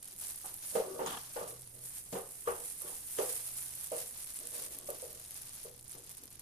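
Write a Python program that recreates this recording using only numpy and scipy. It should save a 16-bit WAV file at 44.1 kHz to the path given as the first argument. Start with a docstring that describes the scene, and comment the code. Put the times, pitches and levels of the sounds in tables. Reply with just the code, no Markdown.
"""Thin plastic film crinkles close up: gloved hands lay toppings on rice in a small kitchen.
The crinkle is filtered noise shaped by swells of tiny buckles, over a faint rumble and an appliance hum.
Sharp snaps are short pitched ticks; dull knocks ring a worktop's modes and fill the room with noise.
Short scrapes shake the same modes with friction noise, hard edges click, and pressed rice gives soft bumps."""
import sys
import numpy as np
from scipy import signal
from scipy.fft import rfft, irfft, next_fast_len
from scipy.io import wavfile
from scipy.ndimage import uniform_filter1d

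SR = 44100
rng = np.random.default_rng(int(sys.argv[2]) if len(sys.argv) > 2 else 0)


def pcm_store(signal):
    """Save signal as 16-bit PCM."""
    levels = np.round(np.clip(np.atleast_2d(signal), -1, 1) * 32767)
    wavfile.write(sys.argv[1], SR, levels.astype(np.int16).T)


N = 282681
TIME = np.arange(N) / SR
CUTOFF_HZ = 14300
LEFT_RIGHT = np.array([[1], [-1]])   # half of each pan goes to either side


def from_db(db):
    """Turn decibels into an amplitude factor."""
    return 10 ** (np.asarray(db) / 20)


def rms_one(x):
    """Scale a signal to rms 1."""
    return x / np.sqrt(np.mean(x ** 2) + 1e-20)


def at_hz(points, hz):
    """Read a spectrum on a log-frequency axis."""
    f, value = np.transpose(points)
    return np.interp(np.log(np.maximum(hz, 1)), np.log(f), value)


def at_time(points):
    """Draw a straight-line automation curve over the scene from (time, value) points."""
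    return np.interp(TIME, *np.transpose(points))


# likeness of left and right in the room: frequency_hz, correlation [-1 to 1]
ROOM_LIKENESS = [(30, 0.53), (150, 0.97), (380, 0.79), (550, 0.48), (800, 0.41), (1600, 0.1), (3000, 0.052)]


def diffuse(spectrum):
    """Stereo noise as a room delivers it: alike in the bass, nearly unrelated in the treble; rms 1."""
    n = 2 * next_fast_len(N // 2 + 1)
    hz = np.fft.rfftfreq(n, 1 / SR)
    alike = np.clip(at_hz(ROOM_LIKENESS, hz), -1, 1)
    mid, side = rfft(rng.standard_normal((2, n)))
    both = np.sqrt(1 + alike) * mid + np.sqrt(1 - alike) * side * LEFT_RIGHT
    coloured = irfft(both * from_db(at_hz(spectrum, hz)))
    return rms_one(coloured[:, :N])


def drift(rate):
    """Smooth chance: random points, rate per second, joined by lines; rms 1."""
    points = rng.standard_normal(N // 20)
    return rms_one(np.interp(TIME * rate, np.arange(N // 20), points))


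def even(x, seconds):
    """Hold the rms near 1 over the given stretch, keeping faster detail."""
    power = np.mean(x ** 2, axis=0)
    for _ in range(2):
        power = uniform_filter1d(power, max(int(seconds * SR), 1))
    return x / np.sqrt(np.maximum(power, 1e-12))


def strikes(times, levels_db):
    """One single-sample click for each event."""
    out = np.zeros(N)
    out[(np.asarray(times) * SR).astype(int)] = from_db(levels_db)
    return out


def dying(clicks, t60):
    """Envelope of the energy that clicks feed in, falling 60 dB in t60 seconds."""
    energy_kept = from_db(-120 / (t60 * SR))
    return np.sqrt(signal.lfilter([1], [1, -energy_kept], clicks ** 2 + 1e-18))


def soften(x, seconds):
    """One-pole lag that rounds an attack."""
    r = np.exp(-1 / (seconds * SR))
    return signal.lfilter([1 - r], [1, -r], x)


def ring(force, hz, t60):
    """Two-pole resonator: a unit click sets a dying sine of height 1 ringing."""
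    r, w = np.exp(-np.log(1000) / (t60 * SR)), 2 * np.pi * hz / SR
    return signal.lfilter([0, np.sin(w)], [1, -2 * r * np.cos(w), r * r], force + 1e-18)


def swell(start, length, rise_s, fade_s):
    """Gain of one gesture: a linear rise, times an exponential fade once its length is over."""
    t = TIME - start
    rise = np.clip(t / max(rise_s, 1 / SR), 0, 1)
    return rise * np.exp(-np.clip((t - length) / max(fade_s, 1 / SR), 0, 20))


def pulse(centre_s, hz, width_s):
    """Sine of random phase under a bell of height 1: the samples it covers, and their values."""
    near = slice(max(int((centre_s - 4 * width_s) * SR), 0), int((centre_s + 4 * width_s) * SR))
    t = TIME[near] - centre_s
    bell = np.exp(-.5 * (t / width_s) ** 2)
    return near, bell * np.sin(2 * np.pi * (hz * t + rng.random()))


def grains(per_s, spread_db):
    """Random clicks that come in clumps, many small and a few large."""
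    born = rng.random(N) < per_s * from_db(2.5 * drift(60)) / SR
    return born * from_db(spread_db * np.minimum(rng.exponential(1, N), 2.2))


def bursts(clicks, t60, scatter_db, tail_db, tail_t60):
    """Tiny bursts, each aimed its own way, over a longer-dying scatter of the same grains; rms near 1."""
    aimed = clicks * from_db(scatter_db * np.clip(rng.standard_normal((2, N)), -2, 1.3))
    short = rms_one(soften(dying(aimed, t60), 0.000063))
    tail = from_db(tail_db) * rms_one(dying(aimed, tail_t60))
    return even(short + tail, 0.18)


# colour of the close film in each channel: frequency_hz, density_db [dB per Hz, relative]
FILM_LEFT_COLOUR = [(300, -21), (1000, -20.5), (2000, -12.5), (4000, -17.5), (6000, -8), (8000, -4.5),
                    (9500, 0), (11000, 2), (12500, -0.5), (14300, -4.5)]
FILM_RIGHT_COLOUR = [(300, -33), (1000, -20), (2000, -15), (4000, -20.5), (6000, -15), (7300, -5.5),
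                     (9000, 5), (10000, 7), (11000, -1.5), (12500, -2.5), (14300, -9.5)]
# borders of the bands that buckle separately: frequency_hz
FILM_BAND_EDGES = [100, 6000, 9000, 11500, 18000]


def film(low_hz, high_hz, channels=2):
    """One band of bright thin-film noise, coloured for each channel; the full spectrum has rms 1."""
    n = 2 * next_fast_len(N // 2 + 1)
    hz = np.fft.rfftfreq(n, 1 / SR)
    colours = FILM_LEFT_COLOUR, FILM_RIGHT_COLOUR
    gain = np.array([rms_one(from_db(at_hz(colour, hz)) * (hz < CUTOFF_HZ)) for colour in colours])
    band = (hz >= low_hz) * (hz < high_hz)
    return irfft(rfft(rng.standard_normal((channels, n))) * gain * band)[:, :N]


# fingers stirring between moves: time_s, crinkle_level_db
FINGER_FIDGET = [(0, -50.5), (.5, -48), (1.7, -53), (3.3, -44.5), (4.5, -47), (4.8, -52.5), (5.0, -50.5),
                 (5.3, -50), (5.75, -56.5), (6.4, -53.5)]
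# hands reach, grip and let go: start_s, length_s, crinkle_level_db
HAND_MOVES = [(0.13, 0.18, -43), (0.436, 0.02, -45), (0.6, 0.11, -42.5), (0.714, 0.056, -43),
              (1.068, 0.0077, -45), (1.077, 0.047, -49.5), (1.063, 0.21, -51), (1.287, 0.12, -47.5),
              (1.472, 0.01, -43.5), (1.796, 0.089, -45.5), (1.911, 0.071, -45), (2.08, 0.12, -51),
              (2.264, 0.14, -50.5), (2.42, 0.15, -49.5), (2.572, 0.15, -44), (2.73, 0.23, -46.5),
              (3.005, 0.26, -43.5), (3.12, 0.25, -40), (3.368, 0.12, -44), (3.5, 0.13, -43.5),
              (3.703, 0.17, -46), (3.93, 0.081, -41.5), (4.068, 0.31, -50), (4.43, 0.23, -43.5),
              (4.715, 0.015, -46), (4.863, 0.015, -44), (4.93, .11, -49.5), (5.259, 0.17, -49.5),
              (5.395, 0.25, -50), (5.838, 0.096, -51), (6, 0.15, -52.5)]


def hand_effort():
    """The moves add their power to the steady stirring of the fingers."""
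    power = from_db(at_time(FINGER_FIDGET)) ** 2
    for start, length, level_db in HAND_MOVES:
        # a move builds over 59 % of its length; then the film settles
        move = from_db(level_db) * swell(start, length, rise_s=0.59 * length, fade_s=0.047)
        power = power + move ** 2
    return np.sqrt(power)


# kind of contact: time_s, sliding_hiss_db, damp_squish_db [hiss against buckles; squish before its trim]
HAND_GRIP = [(0, -9.5, -11.5), (.75, 8, -11), (1.1, 1.5, -5.5), (1.7, 1.5, -12.5), (2.3, 1.5, -15.5),
             (3.3, 0, -14), (3.9, -2.5, -12), (5.6, -1, -7.5), (6.4, -8, -8.5)]
# colour of damp food: frequency_hz, density_db [dB per Hz, relative]
SQUISH_COLOUR = [(200, -50), (600, -0.5), (1500, -2), (2800, -1), (4500, 3), (7000, 4), (12000, -43)]


def crinkle(creases_per_s=1000, squish_trim_db=-0.5):
    """Faster hands buckle more creases; sliding film hisses and damp food squishes beneath it."""
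    effort = hand_effort()
    time_s, slide_db, damp_db = np.transpose(HAND_GRIP)
    slide = from_db(np.interp(TIME, time_s, slide_db))
    damp = from_db(np.interp(TIME, time_s, damp_db))
    creases = grains(creases_per_s * rms_one(effort), spread_db=14.0)
    rustle = 0
    # each crease scatters differently in each band, so it has a colour of its own
    for low_hz, high_hz in zip(FILM_BAND_EDGES, FILM_BAND_EDGES[1:]):
        buckles = bursts(creases, t60=.0035, tail_db=1.0, tail_t60=0.045, scatter_db=4.5)
        envelope = np.sqrt((buckles ** 2 + slide ** 2) / (1 + slide ** 2))
        rustle += envelope * film(low_hz, high_hz)
    squelches = grains(350, spread_db=3.5)
    squish = bursts(squelches, t60=0.059, tail_db=-11.0, tail_t60=0.082, scatter_db=-0.5)
    squish = squish * diffuse(SQUISH_COLOUR)
    return effort * (rustle + from_db(squish_trim_db) * damp * squish)


# colour of the room rumble: frequency_hz, density_db [dB per Hz, relative]
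RUMBLE_COLOUR = [(20, 5.5), (45, -2.5), (65, 5.5), (95, -0.5), (140, -1), (200, -5), (400, -8), (1000, -18),
                 (3000, -45), (14000, -47)]
# low hum that comes and goes: time_s, level_db [rms, before its waver]
HUM_LEVEL = [(0, -71), (0.6, -73), (1.1, -68.5), (1.3, -67.5), (1.85, -63), (2.05, -73.5), (3.1, -75.5),
             (3.3, -66.5), (3.75, -64), (4.0, -74.5), (4.9, -72), (5.2, -70), (5.7, -68), (6.1, -69.5),
             (6.4, -71)]


def background(rumble_db=-64, hum_hz=124.9, waver_db=3.0):
    """Noise for the room rumble; a sine of wandering phase and level for the appliance hum."""
    tone = np.sqrt(2) * np.sin(2 * np.pi * hum_hz * TIME + 1.5 * drift(12))
    hum = tone * from_db(waver_db * np.tanh(drift(6.5)))
    return from_db(rumble_db) * diffuse(RUMBLE_COLOUR) + from_db(at_time(HUM_LEVEL)) * hum


# single creases snapping through: time_s, peak_db, pan_db [left minus right], body_db [dull tone against peak]
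CREASE_SNAPS = [(0.0286, -34.5, -6.0, -10.0), (0.0448, -37.5, -7.0, -17.0), (0.0787, -32.5, 0.0, -9),
                (0.0825, -38.5, -1.0, -25.0), (0.112, -38, -2, -12), (0.1635, -33.5, -3, -12),
                (0.188, -35, -3, -14), (0.197, -32.5, -8.0, -26.0), (0.219, -33.5, -8.0, -20.0),
                (0.3593, -28.0, 2.0, -26), (0.4673, -29.5, -4.0, -16.0), (0.4945, -33, -3, -14),
                (0.542, -25.0, -6.0, -23.0), (0.5744, -32.0, -3.0, -26), (1.1714, -33.0, -7.0, -19.0),
                (1.4625, -39.0, -8.0, -23.0), (1.6116, -35.5, -3.0, -24.0), (1.6202, -35.5, -8.0, -11.0),
                (1.6957, -43.5, -8.0, -20.0), (2.0936, -38.5, -8.0, -26), (2.4862, -32.0, -8.0, -21.0),
                (2.6036, -30.0, -5.0, -16.0), (2.8049, -30.0, -8.0, -24.0), (2.8191, -24.5, -8.0, -22.0),
                (3.4775, -29.5, -8.0, -24.0), (3.5842, -28.5, 4.0, -21.0), (3.6263, -26.5, -5.0, -21.0),
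                (3.7539, -26.0, -5.0, -26), (3.8434, -24.0, 0.0, -14.0), (4.224, -30, -1, -12),
                (4.359, -31.5, -8.0, -15.0), (4.3898, -24.5, -4.0, -15.0), (4.4016, -29.5, 0.0, -24.0),
                (4.4315, -35.0, -8.0, -25.0), (4.4708, -28, -7, -20), (4.4727, -24.0, -6.0, -16.0),
                (4.6385, -27.5, -2.0, -24.0), (4.7875, -23.5, -1.0, -20.0), (4.8124, -34.0, -2.0, -16.0),
                (4.832, -37.0, -4.0, -24.0), (4.859, -34, 2, -18), (4.9035, -22.0, -5.0, -17.0),
                (4.9865, -34.5, -8.0, -26), (5.0576, -33.5, -1.0, -21.0), (5.1069, -36.0, -6.0, -12.0),
                (5.1294, -30.5, -1.0, -21.0), (5.2502, -34.0, 2.0, -9), (5.2826, -37.0, -7.0, -18.0),
                (5.3085, -29.0, 3.0, -14.0), (5.3701, -32.5, -3.0, -18.0), (5.4208, -33.5, 6.0, -22.0),
                (5.4937, -31.0, 4.0, -17.0), (5.6013, -35.0, -3.0, -18.0), (5.7149, -41.5, 1.0, -14.0),
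                (5.7622, -43.5, -8.0, -15.0), (5.7652, -39.5, -8.0, -17.0), (5.7925, -38.5, 4.0, -9),
                (5.7958, -38.5, -2.0, -9.0), (5.8276, -38.0, -4.0, -22.0), (5.8799, -38.5, -8.0, -25.0),
                (5.9209, -33.0, -2.0, -14.0), (5.929, -34, -2, -12), (5.9345, -34.0, -5.0, -9.0),
                (5.9812, -36.0, 4.0, -15.0), (5.9907, -36.5, -2.0, -19.0), (6.0223, -40.0, -3.0, -18.0),
                (6.0376, -39.5, 6.0, -18.0), (6.0462, -41.5, -8.0, -10.0), (6.0658, -38.5, 2.0, -14.0),
                (6.0743, -39.0, -5.0, -9), (6.0995, -37, 2, -14), (6.1112, -36, 0, -12),
                (6.1498, -37.0, -3.0, -9), (6.2406, -40.0, 1.0, -9), (6.2708, -42.0, -8.0, -10.0),
                (6.2781, -39.5, -2.0, -10.0), (6.3051, -37.5, -1.0, -24.0), (6.3142, -38.5, -6.0, -26)]


def snaps(tail_db=-22.0, tail_t60=0.03):
    """A large crease flips in one dry pitched tick with a duller body; weaker flips and a faint hiss follow."""
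    pitch_hz, body_hz, width_s = (8500, 12000), 4200, .00011
    after_s, after_db = (.0004, .0022), -8.5   # delay and level of two weaker flips
    out = np.zeros((2, N))
    for time_s, peak_db, pan_db, body_db in CREASE_SNAPS:
        flips = [(time_s, rng.uniform(*pitch_hz), peak_db), (time_s, body_hz, peak_db + body_db)]
        for _ in range(2):
            flips.append((time_s + rng.uniform(*after_s), rng.uniform(*pitch_hz), peak_db + after_db))
        for at, hz, level_db in flips:
            near, tick = pulse(at, hz, width_s)
            out[:, near] += from_db(level_db + LEFT_RIGHT * pan_db / 2) * tick
    time_s, peak_db, _, _ = np.transpose(CREASE_SNAPS)
    tail = dying(strikes(time_s, peak_db + tail_db), tail_t60)
    return out + tail * film(FILM_BAND_EDGES[0], FILM_BAND_EDGES[-1])


# knocks on the worktop: time_s, peak_db, direct_pulse_db, boom_db, clack_db,
# low_resonance_hz, high_resonance_hz [strongest of each; peak and clack drive several layers before trims]
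WORKTOP_KNOCKS = [(0.446, -47, -57, -81, -49.5, 352, 755), (0.757, -21, -24, -42, -39, 488, 780),
                  (0.800, -26.5, -27.5, -69, -47, 472, 810), (0.994, -31.5, -34.5, -72, -41.5, 477, 910),
                  (1.015, -49, -39, -71, -45.5, 477, 910), (1.063, -52, -58, -69, -40.5, 377, 920),
                  (1.122, -61, -66, -61, -44, 377, 990), (1.364, -33, -37, -80, -41, 516, 760),
                  (1.414, -35, -43, -53.5, -49, 533, 1100), (1.497, -50.5, -51, -75, -61, 483, 1120),
                  (2.129, -35.5, -55, -38.5, -47, 514, 770), (2.155, -29, -36, -48, -42, 444, 745),
                  (2.477, -26.5, -30, -65, -36.5, 468, 1230), (2.518, -41, -36, -71.5, -56, 440, 1230),
                  (2.814, -52.5, -70, -77, -60, 487, 1100), (2.846, -43, -51, -61, -63, 360, 781),
                  (2.898, -58, -56, -70, -55.5, 500, 770), (3.191, -22, -26.5, -59, -40.5, 454, 774),
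                  (3.211, -37, -29.5, -72, -48, 452, 780), (3.231, -44, -29, -72, -65, 475, 781),
                  (3.921, -29.5, -37, -56, -48.5, 540, 814), (4.891, -34, -38, -58, -54.5, 544, 1110),
                  (5.029, -39, -42.5, -71, -62, 493, 850), (5.653, -43, -51, -64.5, -62.5, 480, 1000),
                  (5.950, -47.5, -54, -64, -65, 407, 990)]


def first_bumps(width_s=0.0042, delay_s=0.0029):
    """Direct sound of each knock: a few cycles at its strongest low resonance, as the ringing builds."""
    out = np.zeros(N)
    for time_s, _, direct_db, _, _, centre_hz, _ in WORKTOP_KNOCKS:
        near, bump = pulse(time_s + delay_s, centre_hz, width_s)
        out[near] += from_db(direct_db) * bump
    return out


def mode_gain(hz, mode_db, pan_db, centre_hz):
    """The point of contact favours modes near one pitch; each mode has its own side."""
    octaves_off = np.minimum(np.abs(np.log2(hz / centre_hz)), .5)
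    return from_db(mode_db - 28 * octaves_off + LEFT_RIGHT * pan_db / 2)   # 28 dB per octave


# the worktop's modes: frequency_hz, level_db [relative], t60_s, pan_db [left minus right]
WORKTOP_MODES = [(158.7, 9.5, 0.083, 2), (276, -1, 0.2, -2), (382.5, -5, 0.27, 3), (475.3, -2, 0.28, 7),
                 (526.5, -13.5, 0.38, -18.5), (575, -18, 0.1, -8), (592, 2, 0.13, -6),
                 (628.4, -0.5, 0.26, -2.5), (715, -11, 0.56, -3), (765, -2.5, 0.23, -4),
                 (818, -8, 0.19, -7), (881, -7, 0.2, 3), (909, 2, 0.12, -3.5), (1132, -1, 0.3, -1),
                 (1178, 2, 0.11, -3.5), (1196, 1, 0.19, 2), (1473, 0, 0.27, 3.5), (1950, -18, 0.21, -2)]
THUD_LOW_HZ, THUD_HIGH_HZ = 300, 760   # borders between low, middle and high modes
# room colours of a blow: frequency_hz, density_db [dB per Hz, relative]
BOOM_COLOUR = [(70, -56), (115, -14), (160, 6.5), (200, 5), (240, -3), (330, -5), (500, -21.5)]
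THUD_COLOUR = [(200, -45), (320, -17), (390, -10), (480, -1.5), (620, -14.5), (750, -15), (1000, -36)]
CLACK_COLOUR = [(500, -11.5), (820, 3.5), (1020, -1), (1220, -1), (1480, -8), (1950, -11.5), (2300, -16),
                (2950, -12.5), (4500, -44), (9000, -23)]


def knocks(ring_db=-3.0, hard_db=3.0, thud_db=-11.5, clack_db=-2.5):
    """Each blow rings the worktop's modes and fills the room with a boom, a thud and a clack."""
    build_t60, lead_s, left_lag_s = 0.015, 0.0041, 0.0003
    time_s, peak_db, _, boom_db, high_db, low_hz, high_hz = np.transpose(WORKTOP_KNOCKS)
    start_s = time_s - lead_s
    out = np.zeros((2, N))
    for hz, mode_db, t60, pan_db in WORKTOP_MODES:
        # weight drives the lowest modes, hardness of contact the high ones
        if hz < THUD_LOW_HZ:
            drive_db = boom_db
        elif hz > THUD_HIGH_HZ:
            drive_db = high_db + hard_db
        else:
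            drive_db = peak_db + ring_db
        centre_hz = high_hz if hz > THUD_HIGH_HZ else low_hz
        drive = from_db(drive_db + rng.normal(0, 1.5, len(time_s)))
        left, right = 20 * np.log10(drive * mode_gain(hz, mode_db, pan_db, centre_hz))
        force = np.array([strikes(start_s + left_lag_s, left), strikes(start_s, right)])
        out += ring(force, hz, t60) - ring(force, hz, build_t60)   # the ring takes a few cycles to build
    layers = ((BOOM_COLOUR, boom_db, .2), (THUD_COLOUR, peak_db + thud_db, .38),
              (CLACK_COLOUR, high_db + clack_db, .38))
    for colour, level_db, t60 in layers:
        envelope = soften(dying(strikes(start_s, level_db), t60), 0.0033)
        out += envelope * even(diffuse(colour), 0.016)
    return out


# things dragged over the worktop: start_s, length_s, groan_db, rasp_db [before trims], resonance_hz [strongest]
WORKTOP_DRAGS = [(0.713, 0.035, -40.5, -73, 480), (0.84, 0.17, -33, -70, 397),
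                 (0.993, 0.046, -27, -64, 470), (1.047, 0.1, -63, -35.5, 460),
                 (1.375, 0.022, -49, -43, 500), (1.435, 0.075, -42, -70, 462), (1.72, 0.11, -54, -83, 530),
                 (2.449, 0.016, -49, -46, 527), (2.582, 0.047, -47.5, -69, 477),
                 (2.843, 0.035, -44, -50, 410), (3.165, 0.025, -44, -38.5, 466),
                 (4.392, 0.07, -48, -65, 478), (4.513, 0.13, -44.5, -52.5, 510), (4.66, 0.3, -53, -63, 493),
                 (4.793, 0.057, -53, -54, 376), (5.048, 0.12, -49, -60, 514), (5.95, 0.038, -52, -64, 435)]
# colour of rough contact: frequency_hz, density_db [dB per Hz, relative]
RASP_COLOUR = [(60, -46), (160, -2.5), (600, -1), (930, 1), (1100, 6), (1300, 0), (1700, -0.5), (2200, -13),
               (3200, 2), (4500, -13), (9000, -20)]


def drags(groan_trim_db=-12.0, rasp_trim_db=-11.5, upper_db=-12.0, judder_db=3.5):
    """Friction noise shakes the middle and high modes into a groan; its unevenly slipping rasp lies on top."""
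    start_s, length_s, groan_db, rasp_db, centre_hz = np.transpose(WORKTOP_DRAGS)
    gestures = [swell(start, length, rise_s=0.021, fade_s=0.046)
                for start, length in zip(start_s, length_s)]
    groan, rasp = np.sqrt(from_db([groan_db, rasp_db]) ** 2 @ np.array(gestures) ** 2)
    centre = np.interp(TIME, start_s + length_s / 2, centre_hz)
    friction = diffuse(RASP_COLOUR)
    body = 0
    for hz, mode_db, t60, pan_db in WORKTOP_MODES:
        if hz > THUD_LOW_HZ:
            level_db = mode_db + upper_db * (hz > THUD_HIGH_HZ)
            body += ring(friction, hz, t60) * mode_gain(hz, level_db, pan_db, centre)
    slips = from_db(judder_db * drift(120))
    groaning = from_db(groan_trim_db) * groan * even(body, 0.063)
    return groaning + from_db(rasp_trim_db) * rasp * slips * friction


# a hard edge meets the worktop: time_s, click_db [drive], top_db [top against lower tones]
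EDGE_HITS = [(0.753, -35, -10), (1.062, -37, 3.5), (2.127, -48, 7), (2.155, -49, -9), (2.472, -42, -10),
             (3.1865, -30, -6.5)]
# ring of that edge: frequency_hz, level_db [relative to the drive], t60_s
EDGE_TONES = [(1250, -14, .03), (1700, -12, .025), (2050, -12, .025), (2700, -14, .015), (3120, -16, .03),
              (3650, -17, .015), (4890, -20, .025), (5730, -17, .025), (6400, -15, .015), (7010, -14, .02),
              (7610, -17, .015)]
# crack of its contact: frequency_hz, density_db [dB per Hz, relative]
CRACK_COLOUR = [(600, -10), (1200, -19), (2000, -49), (3100, -10), (4300, -32), (5500, 5), (6800, 10),
                (9000, 5), (14000, -10)]


def edge_clicks(crack_db=-5.0, crack_t60=0.016, room_db=-14.0, room_t60=0.25, top_hz=4500):
    """Hard contact: an abrupt noise crack, a short metallic ring of modes and a little room."""
    time_s, click_db, top_db = np.transpose(EDGE_HITS)
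    tones = 0
    for k, (hz, tone_db, t60) in enumerate(EDGE_TONES):
        level_db = click_db + tone_db + top_db * (hz > top_hz) + rng.normal(0, 1, len(time_s))
        tones += ring(strikes(time_s, level_db), hz, t60) * (-1) ** k   # alternate polarity
    contact = strikes(time_s, click_db + top_db)
    crack = from_db(crack_db) * dying(contact, crack_t60)
    room = from_db(room_db) * dying(contact, room_t60)
    return tones + (crack + room) * diffuse(CRACK_COLOUR)


# fingers pressing the rice down: start_s, length_s, level_db [before the swell and lumps]
RICE_PRESSES = [(4.382, 0.027, -52.5), (4.693, 0.05, -58), (4.833, 0.039, -57), (5.91, 0.045, -65),
                (6.162, 0.039, -58.5), (6.254, 0.15, -80)]
# colour of packed rice: frequency_hz, density_db [dB per Hz, relative]
PRESS_COLOUR = [(90, -35), (160, -25), (280, -7.5), (420, -13.5), (900, -24), (2000, -29)]


def presses():
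    """Rice packed under the fingers gives soft, lumpy bumps of low noise."""
    force = sum(from_db(level_db) * swell(start, length, rise_s=0.048, fade_s=0.054)
                for start, length, level_db in RICE_PRESSES)
    lumps = from_db(4.4 * drift(35))
    return lumps * force * diffuse(PRESS_COLOUR)


# where the busier hand is: time_s, pan_db [left minus right]
HAND_SWAY = [(0, -2), (.55, -2), (1.2, -0.5), (1.6, -3), (2.15, -2.5), (2.6, -4.5), (3.14, -1.5),
             (3.45, -3), (4.3, -2), (5.2, -1), (6.4, -1)]


def scene():
    """Gloves and food close by, knocks and scrapes farther off."""
    sway = from_db(at_time(HAND_SWAY) * LEFT_RIGHT / 2)
    hands = sway * crinkle() + snaps() + presses()
    worktop = first_bumps() + knocks() + drags() + edge_clicks()
    return hands + background() + worktop


def record(dry):
    """A steep elliptic low-pass cuts the top."""
    return signal.sosfilt(signal.ellip(10, .2, 70, CUTOFF_HZ, fs=SR, output="sos"), dry)


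dry = scene()
out = record(dry)
pcm_store(out)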